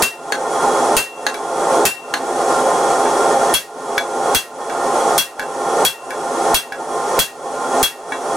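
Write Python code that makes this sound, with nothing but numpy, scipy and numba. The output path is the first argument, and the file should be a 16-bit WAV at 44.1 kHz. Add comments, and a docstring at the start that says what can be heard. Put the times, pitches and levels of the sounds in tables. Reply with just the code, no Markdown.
"""A gas forge roars in a small workshop while a smith hammers a red-hot steel bar on an anvil.
First come three heavy blows on the bar lying flat; after each, the hammer is set down with a clank.
From 3.5 s come seven ringing blows on the upright bar, the first with a squeal of sliding steel.
Between blows, and once at the end, the bar's tip drops back on the anvil with a lighter clank.
All along, each blow drives the camera's automatic gain down, so the roar ducks and swells back."""
import sys
import numpy as np
from scipy import signal
from scipy.fft import rfft, irfft, next_fast_len
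from scipy.io import wavfile
from scipy.ndimage import uniform_filter1d, map_coordinates
from numba import njit

SR = 44100
rng = np.random.default_rng(int(sys.argv[2]) if len(sys.argv) > 2 else 0)


def digitize_waveform(pressure):
    """Quantize a signal to 16-bit integers and store it at the path in sys.argv[1].

    Rows of a 2-D input are taken as channels; values are limited to [-1, 1].
    """
    field = np.atleast_2d(pressure).T
    bounded = np.clip(field, -1, 1)
    quanta = np.round(bounded * 32767).astype(np.int16)
    wavfile.write(sys.argv[1], SR, quanta)


N = 368676
AGE = np.arange(SR) / SR  # seconds since a hit


def hammer_blows():
    """Each blow crashes, rings anvil and bar, knocks the stand and jolts the camera through the floor."""
    # t/s, how the bar is held, force/dB, how firmly it sits on the anvil/dB, floor jolt/dB
    blows = [(0.0222, "flat", 21, 8.5, -8), (0.9666, "flat", 23, 0.5, -1), (1.8529, "flat", 21.5, 3, -17),
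             (3.5394, "upright", 20.5, 6.5, -8), (4.3478, "upright", 20.5, 2, 1),
             (5.1794, "upright", 20.5, 1.5, -23), (5.8497, "upright", 19, -8, -17),
             (6.544, "upright", 20, 0, -7), (7.1904, "upright", 21.5, 4.5, -3),
             (7.8288, "upright", 20, 0.5, -8)]
    # ringing tones: f/Hz, level/dB, fade time/s (before the length factors below)
    anvil_tones = [(2722, -5, .55), (9590, -19, .25), (13940, -32, .6), (15615, -21, .2), (4130, -22, .18),
                   (4468, -19, .22), (6680, -24, .2)]
    flat_tones = [(399, -9, 0.11), (1085, -10, .1), (1865, -7, .1), (2610, 2, 0.099), (3230, -6, .12),
                  (6850, -4, 0.081)]
    upright_tones = [(3335, 0, .15), (4405, -15, .17), (5850, -13, .17), (10740, -16, .16),
                     (12770, -14, .14), (13945, -15, .15), (3900, -20, .15), (4150, -17, .15),
                     (4520, -17, .14), (4950, -21, .14), (5760, -18, .15), (6750, -19, .15),
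                     (8576, -21, .14), (10050, -21, .15)]
    # tone colour of the crash: f/Hz, level/dB
    crash_colour = [(30, -8), (150, 3.5), (400, 5.5), (1200, 5.5), (2200, 3), (3000, 2.5), (4200, 4),
                    (5200, 2.5), (8000, 3), (10800, 5), (11800, 2.5), (14200, 5.5), (15500, -3.5)]
    # A flat bar passes the blow on to the stand; an upright one rings.
    # bar tones, bar level/dB, knock level/dB, anvil length factor, crash top treble/dB
    holds = {"flat": (flat_tones, -7.5, -11, .66, -3.5), "upright": (upright_tones, -2.8, -20, 0.44, -1.5)}
    cooling_db_per_s = .55  # as the bar cools and hardens, its low tones ring more strongly
    out = np.zeros((2, N))
    for start, hold, force_db, seat_db, jolt_db in blows:
        bar_tones, bar_db, knock_db, length, top_db = holds[hold]
        colour = [(hz, db + top_db * (hz > 11300)) for hz, db in crash_colour]
        crash = impact(colour, crack_t60=0.053, room_db=-8.5)
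        length *= 2 ** (-seat_db / 13.5)  # a firmer seat drives the anvil harder but stops it sooner
        anvil = amp(seat_db - 10.5) * ring(anvil_tones, attack=0.0095, rough=0.77, left_db=4, length=length)
        cooled = [(hz, db + cooling_db_per_s * start * (hz < 3600), t60) for hz, db, t60 in bar_tones]
        bar = amp(bar_db) * ring(cooled, attack=0.0086, rough=.85, left_db=4.5, length=0.85)
        knock = amp(knock_db) * stand_knock()
        thump = amp(jolt_db) * floor_jolt()
        add(out, start, amp(force_db) * (crash + anvil + bar + knock + thump + chirp()))
    return out


def impact(colour, crack_t60, room_db):
    """Steel hits steel: a short crack of many packed tones, then the workshop's fading echo."""
    # f/Hz, how alike left and right are (1 = the same)
    likeness = [(100, 0.087), (600, 0.55), (3000, 0.4), (8000, 0.99), (14000, 0.63)]
    # the workshop's echo: f/Hz, fade time/s
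    room_fade = [(60, 0.24), (400, 0.15), (1500, 0.27), (5000, 0.24), (10000, 0.22), (15500, 0.18)]
    burst = noise(lambda hz: along(colour, hz), likeness, SR, ripple_db=3.5)
    hz, t, bands = signal.stft(burst, SR, nperseg=256)
    decay = np.exp(-np.log(1000) * t / along(room_fade, hz)[:, None])
    echo = signal.istft(bands * decay, SR, nperseg=256)[1][:, :SR]
    return (burst * fade(crack_t60) + amp(room_db) * echo) * (1 - np.exp(-AGE / 0.00011))


def ring(tones, attack, rough, left_db, length=1, count=4):
    """Struck steel rings in fading tones; close neighbours make each waver differently left and right."""
    out = np.zeros((2, SR))
    for hz, db, t60 in tones:
        age = AGE[:int(SR * min(1, 1.5 * t60))]
        near_hz = hz * (1 + .008 * rng.standard_normal((count, 1)))
        weights = rng.standard_normal((2, count))
        neighbours = weights @ np.sin(2 * np.pi * (near_hz * age + rng.random((count, 1))))
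        wave = np.sin(2 * np.pi * (hz * age + rng.random())) + rough * neighbours / np.sqrt(count)
        add(out, 0, amp(db + rng.uniform(1.5, 3)) * fade(t60 * length)[:len(age)] * wave)
    return out * (1 - np.exp(-AGE / attack)) * amp([[left_db / 2], [-left_db / 2]])


def stand_knock():
    """The anvil's stand takes the blow with a dull knock."""
    thud = filtered(rng.standard_normal(SR),
                    lambda hz: hz ** 2 / (hz ** 2 + 330 ** 2) / (1 + (hz / 1200) ** 4))
    return unit(thud) * fade(0.15)


def floor_jolt():
    """A low thump through the floor shakes the two microphones against each other."""
    rumble = filtered(rng.standard_normal(SR), lambda hz: 1 / (1 + (hz / 110) ** 2))
    return unit(rumble) * fade(0.061) * np.array([[1], [-.3]])


def chirp():
    """A short rising chirp follows a blow and ends in a faint falling ping."""
    out = amp(-13) * glide(hz=1468, hz_per_s=2400, attack=0.015, t60=.16)[None]
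    add(out, .086, amp(-28.5) * glide(hz=1895, hz_per_s=-570, attack=.007, t60=0.16))
    return out


def skid():
    """The bar's point slides under the first upright blow with a very short, shrill squeal."""
    out = np.zeros((2, N))
    add(out, 3.5392, ring([(10700, 28, 0.023)], attack=0.00055, rough=0.4, left_db=1))
    return out


def hammer_rests():
    """The hammer head is set down on the anvil and rings briefly."""
    # t/s, force/dB, click/dB, ring/dB
    rests = [(.3218, -3, 1, -6), (1.2656, 0.5, -0.5, -9), (2.1386, -4.5, 5, -7)]
    # the head's tones: f/Hz, level/dB, fade time/s
    head_tones = [(2046, -1, .09), (3340, -10, .12), (4245, 0, .09), (3900, -10, .09), (6150, -9, .12),
                  (6720, -12, .07), (8750, -8, .06), (9950, -16, .07)]
    # tone colour of its click: f/Hz, level/dB
    click_colour = [(100, -30), (300, 2), (1600, 3), (2500, -4), (4400, -0.5), (5300, -11.5), (6700, -4),
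                    (8000, -18), (8800, -13), (11000, -16), (15500, -26)]
    return taps(rests, head_tones, click_colour)


def tip_drops():
    """The bar's tip drops back on the anvil and rings briefly."""
    # t/s, force/dB, click/dB, ring/dB
    drops = [(1.3424, -16, 4, 9), (3.056, -19.5, -17, -3), (3.9795, -4.5, 1.5, 2), (4.6968, -13.5, -8, -3),
             (5.3952, -2, -4.5, -6), (6.1056, -9, -4, -4.5), (6.7222, -3, -6.5, -6),
             (8.1212, -3.5, -17, -2.5)]
    # the tip's tones: f/Hz, level/dB, fade time/s
    tip_tones = [(2280, -5.5, 0.098), (3400, -12, 0.19), (3900, -20, 0.16), (4230, -28, 0.18),
                 (6100, -26, 0.24), (9900, -24, .1), (11000, -32, 0.12)]
    # tone colour of its click: f/Hz, level/dB
    click_colour = [(100, -16), (800, -10), (1600, 6), (2800, -7.5), (5000, -5), (7000, -11), (9000, -21),
                    (10800, -8), (15500, -30)]
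    return taps(drops, tip_tones, click_colour)


def taps(contacts, tones, colour):
    """Each light hit makes a click, a dull clank and the ring of the piece that lands."""
    # tones of steel touching loosely: f/Hz, level/dB, fade time/s
    clank_tones = [(273, -21, 0.15), (855, -3, 0.042), (1492, -5, 0.068), (1550, -8, 0.14),
                   (1661, -3.5, 0.085), (1680, -16, .07), (1896, -14.5, 0.11), (2710, -19.5, 0.21)]
    out = np.zeros((2, N))
    for start, force_db, click_db, ring_db in contacts:
        click = amp(click_db) * impact(colour, crack_t60=0.034, room_db=-17.5)
        clank = amp(-2.0) * ring(clank_tones, attack=0.00023, rough=0.43, left_db=0)
        steel = amp(ring_db - 3.5) * ring(tones, attack=0.00044, rough=0.59, left_db=4.5)
        add(out, start, amp(force_db) * walls(click + clank + steel, echo_db=-18.0))
    return out


def walls(x, echo_db, count=8):
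    """Near walls and furniture send back weak, quick echoes, different at each microphone."""
    out = x.copy()
    for delay, gain in zip(rng.uniform(.008, .036, count), rng.normal(1, .3, (count, 2, 1))):
        add(out, delay, amp(echo_db) * gain * x)
    return out


def forge():
    """The swirling gas flame roars in a chamber that boosts some pitches and weakens others."""
    # broad roar and gas hiss: f/Hz, level/dB
    flame = [(25, -15), (100, -27), (200, -15), (300, -10.5), (420, 2.5), (850, -0.5), (1350, -8.5),
             (1650, -16.5), (2700, -24), (4500, -24.5), (6500, -19.5), (9800, -22), (11800, -35),
             (15500, -48.5)]
    # the chamber's peaks and dips: f/Hz, width/Hz, boost/dB
    chamber = [(153.6, 45, 10), (257, 34.6, 12.5), (341, 32, 8.5), (422.4, 50, 4.5), (531.6, 14, 8),
               (599, 35, 7), (637, 73, -10), (687.5, 63, 10.5), (710, 20, -3.5), (797.7, 50.7, 10),
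               (884.5, 53, 6), (975, 20, -19), (1039, 30, 10.5), (1095, 26, 6.5), (1236, 30, 7),
               (1396.4, 61, 11), (1823, 30, 12.5), (3335, 87, 13.5)]
    # f/Hz, how alike left and right are (1 = the same)
    likeness = [(60, -1.05), (120, 0.26), (240, 0.98), (480, 0.99), (950, 0.98), (1890, 0.71), (3770, 0.49),
                (7520, 0.77), (15000, 0.62)]
    # f/Hz, left over right/dB
    balance = [(60, 4), (110, 2.5), (200, -0.5), (380, -0.5), (700, -1.0), (1290, -2.0), (2380, 0.5),
               (4400, -0.5), (8120, -2), (15000, 1)]
    def colour_db(hz):
        peaks_db = sum(db * 2 ** -((2 * (hz - centre) / width) ** 2) for centre, width, db in chamber)
        return along(flame, hz) + peaks_db
    roar = noise(colour_db, likeness, N, ripple_db=5)
    roar = filtered(roar, lambda hz: amp(along(balance, hz) * np.array([[.5], [-.5]])))
    return amp(-14.0 + 0.62 * wobble(22, N)) * roar


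def noise(colour_db, likeness, size, ripple_db):
    """Stereo noise with a given tone colour and left-right likeness; echoes ripple its treble."""
    grid_hz = np.arange(0, SR, 28)
    comb = np.minimum(rng.standard_normal(len(grid_hz)), 1)  # echoes cut deep dips but boost little
    def response(hz):
        angle = np.arccos(np.clip(along(likeness, hz), -1, .995)) / 2
        ripple = ripple_db * np.interp(hz, grid_hz, comb) * np.interp(hz, [3000, 5000], [0, 1])
        return amp(colour_db(hz) + ripple) * np.array([np.cos(angle), np.sin(angle)])
    mid, side = filtered(rng.standard_normal((2, size)), response)
    return unit(np.array([mid + side, mid - side]))


def glide(hz, hz_per_s, attack, t60):
    """A tone that swells and dies while its pitch slides at a steady rate."""
    return np.sin(2 * np.pi * (hz + hz_per_s * AGE / 2) * AGE) * (1 - np.exp(-AGE / attack)) * fade(t60)


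def fade(t60):
    """Die away by 60 dB in t60 seconds, the fade time."""
    return np.exp(-np.log(1000) * AGE / t60)


def amp(db):
    """Turn decibels into a volume factor."""
    return 10 ** (np.asarray(db) / 20)


def unit(x):
    """Scale a sound to an average power of 1."""
    return x / np.sqrt(np.mean(x ** 2) + 1e-20)


def along(points, hz):
    """Read between (f/Hz, value) points, with octaves evenly spaced."""
    freqs, values = np.transpose(points)
    return np.interp(np.log(hz + 1), np.log(freqs), values)


def wobble(rate, size):
    """A smooth curve through rate random points a second."""
    return map_coordinates(rng.standard_normal(4096), [np.arange(size) * rate / SR], mode="wrap")


def filtered(x, response):
    """Scale each frequency in x by response(hz)."""
    size = x.shape[-1]
    padded = next_fast_len(size + 8192)
    return irfft(rfft(x, padded) * response(np.fft.rfftfreq(padded, 1 / SR)), padded)[..., :size]


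def add(track, start, sound):
    """Mix a sound into the track at start seconds."""
    part = track[:, round(start * SR):][:, :sound.shape[-1]]
    part += sound[..., :part.shape[-1]]


def power(x, window):
    """Running average power of both channels over window seconds."""
    return np.abs(uniform_filter1d(np.mean(x ** 2, axis=0), max(2, int(window * SR)))) + 1e-12


@njit
def gain_cut(excess, hold, release, deep_release, deep):
    """Volume cut in dB: follows any excess level at once, holds, then lets go, faster while deep."""
    cut, wait, out = 0.0, 0.0, np.empty(len(excess))
    for i in range(len(excess)):
        if excess[i] > cut:
            cut, wait = excess[i], hold * min(1.0, excess[i] / deep)
        elif wait > 0:
            wait -= 1
        else:
            cut = max(0.0, cut - (deep_release if cut > deep else release))
        out[i] = cut
    return out


def scene():
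    """Anvil work in front of the forge."""
    return hammer_blows() + skid() + hammer_rests() + tip_drops() + forge()


def record(dry):
    """The camera squashes the loudest peaks, turns itself down for them and cuts the top treble."""
    squash, target_db, top_hz = .88, -10.5, 15800  # the steady roar sits just below the target
    squashed = dry * (1 + power(dry, window=0.0011) / amp(12.5) ** 2) ** (-squash / 2)
    # the volume ducks just ahead of each blow
    level = np.pad(power(squashed, window=.005), (10, 0), mode="edge")[:N]
    excess_db = 10 * np.log10(level) - target_db
    # hold is in samples, the release speeds in dB a sample
    cut_db = gain_cut(excess_db, hold=.1 * SR, release=33 / SR, deep_release=72 / SR, deep=11.8)
    levelled = squashed * amp(-uniform_filter1d(cut_db, size=30))
    return filtered(np.clip(levelled, -1, 1), lambda hz: hz < top_hz)


dry = scene()
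out = record(dry)
digitize_waveform(out)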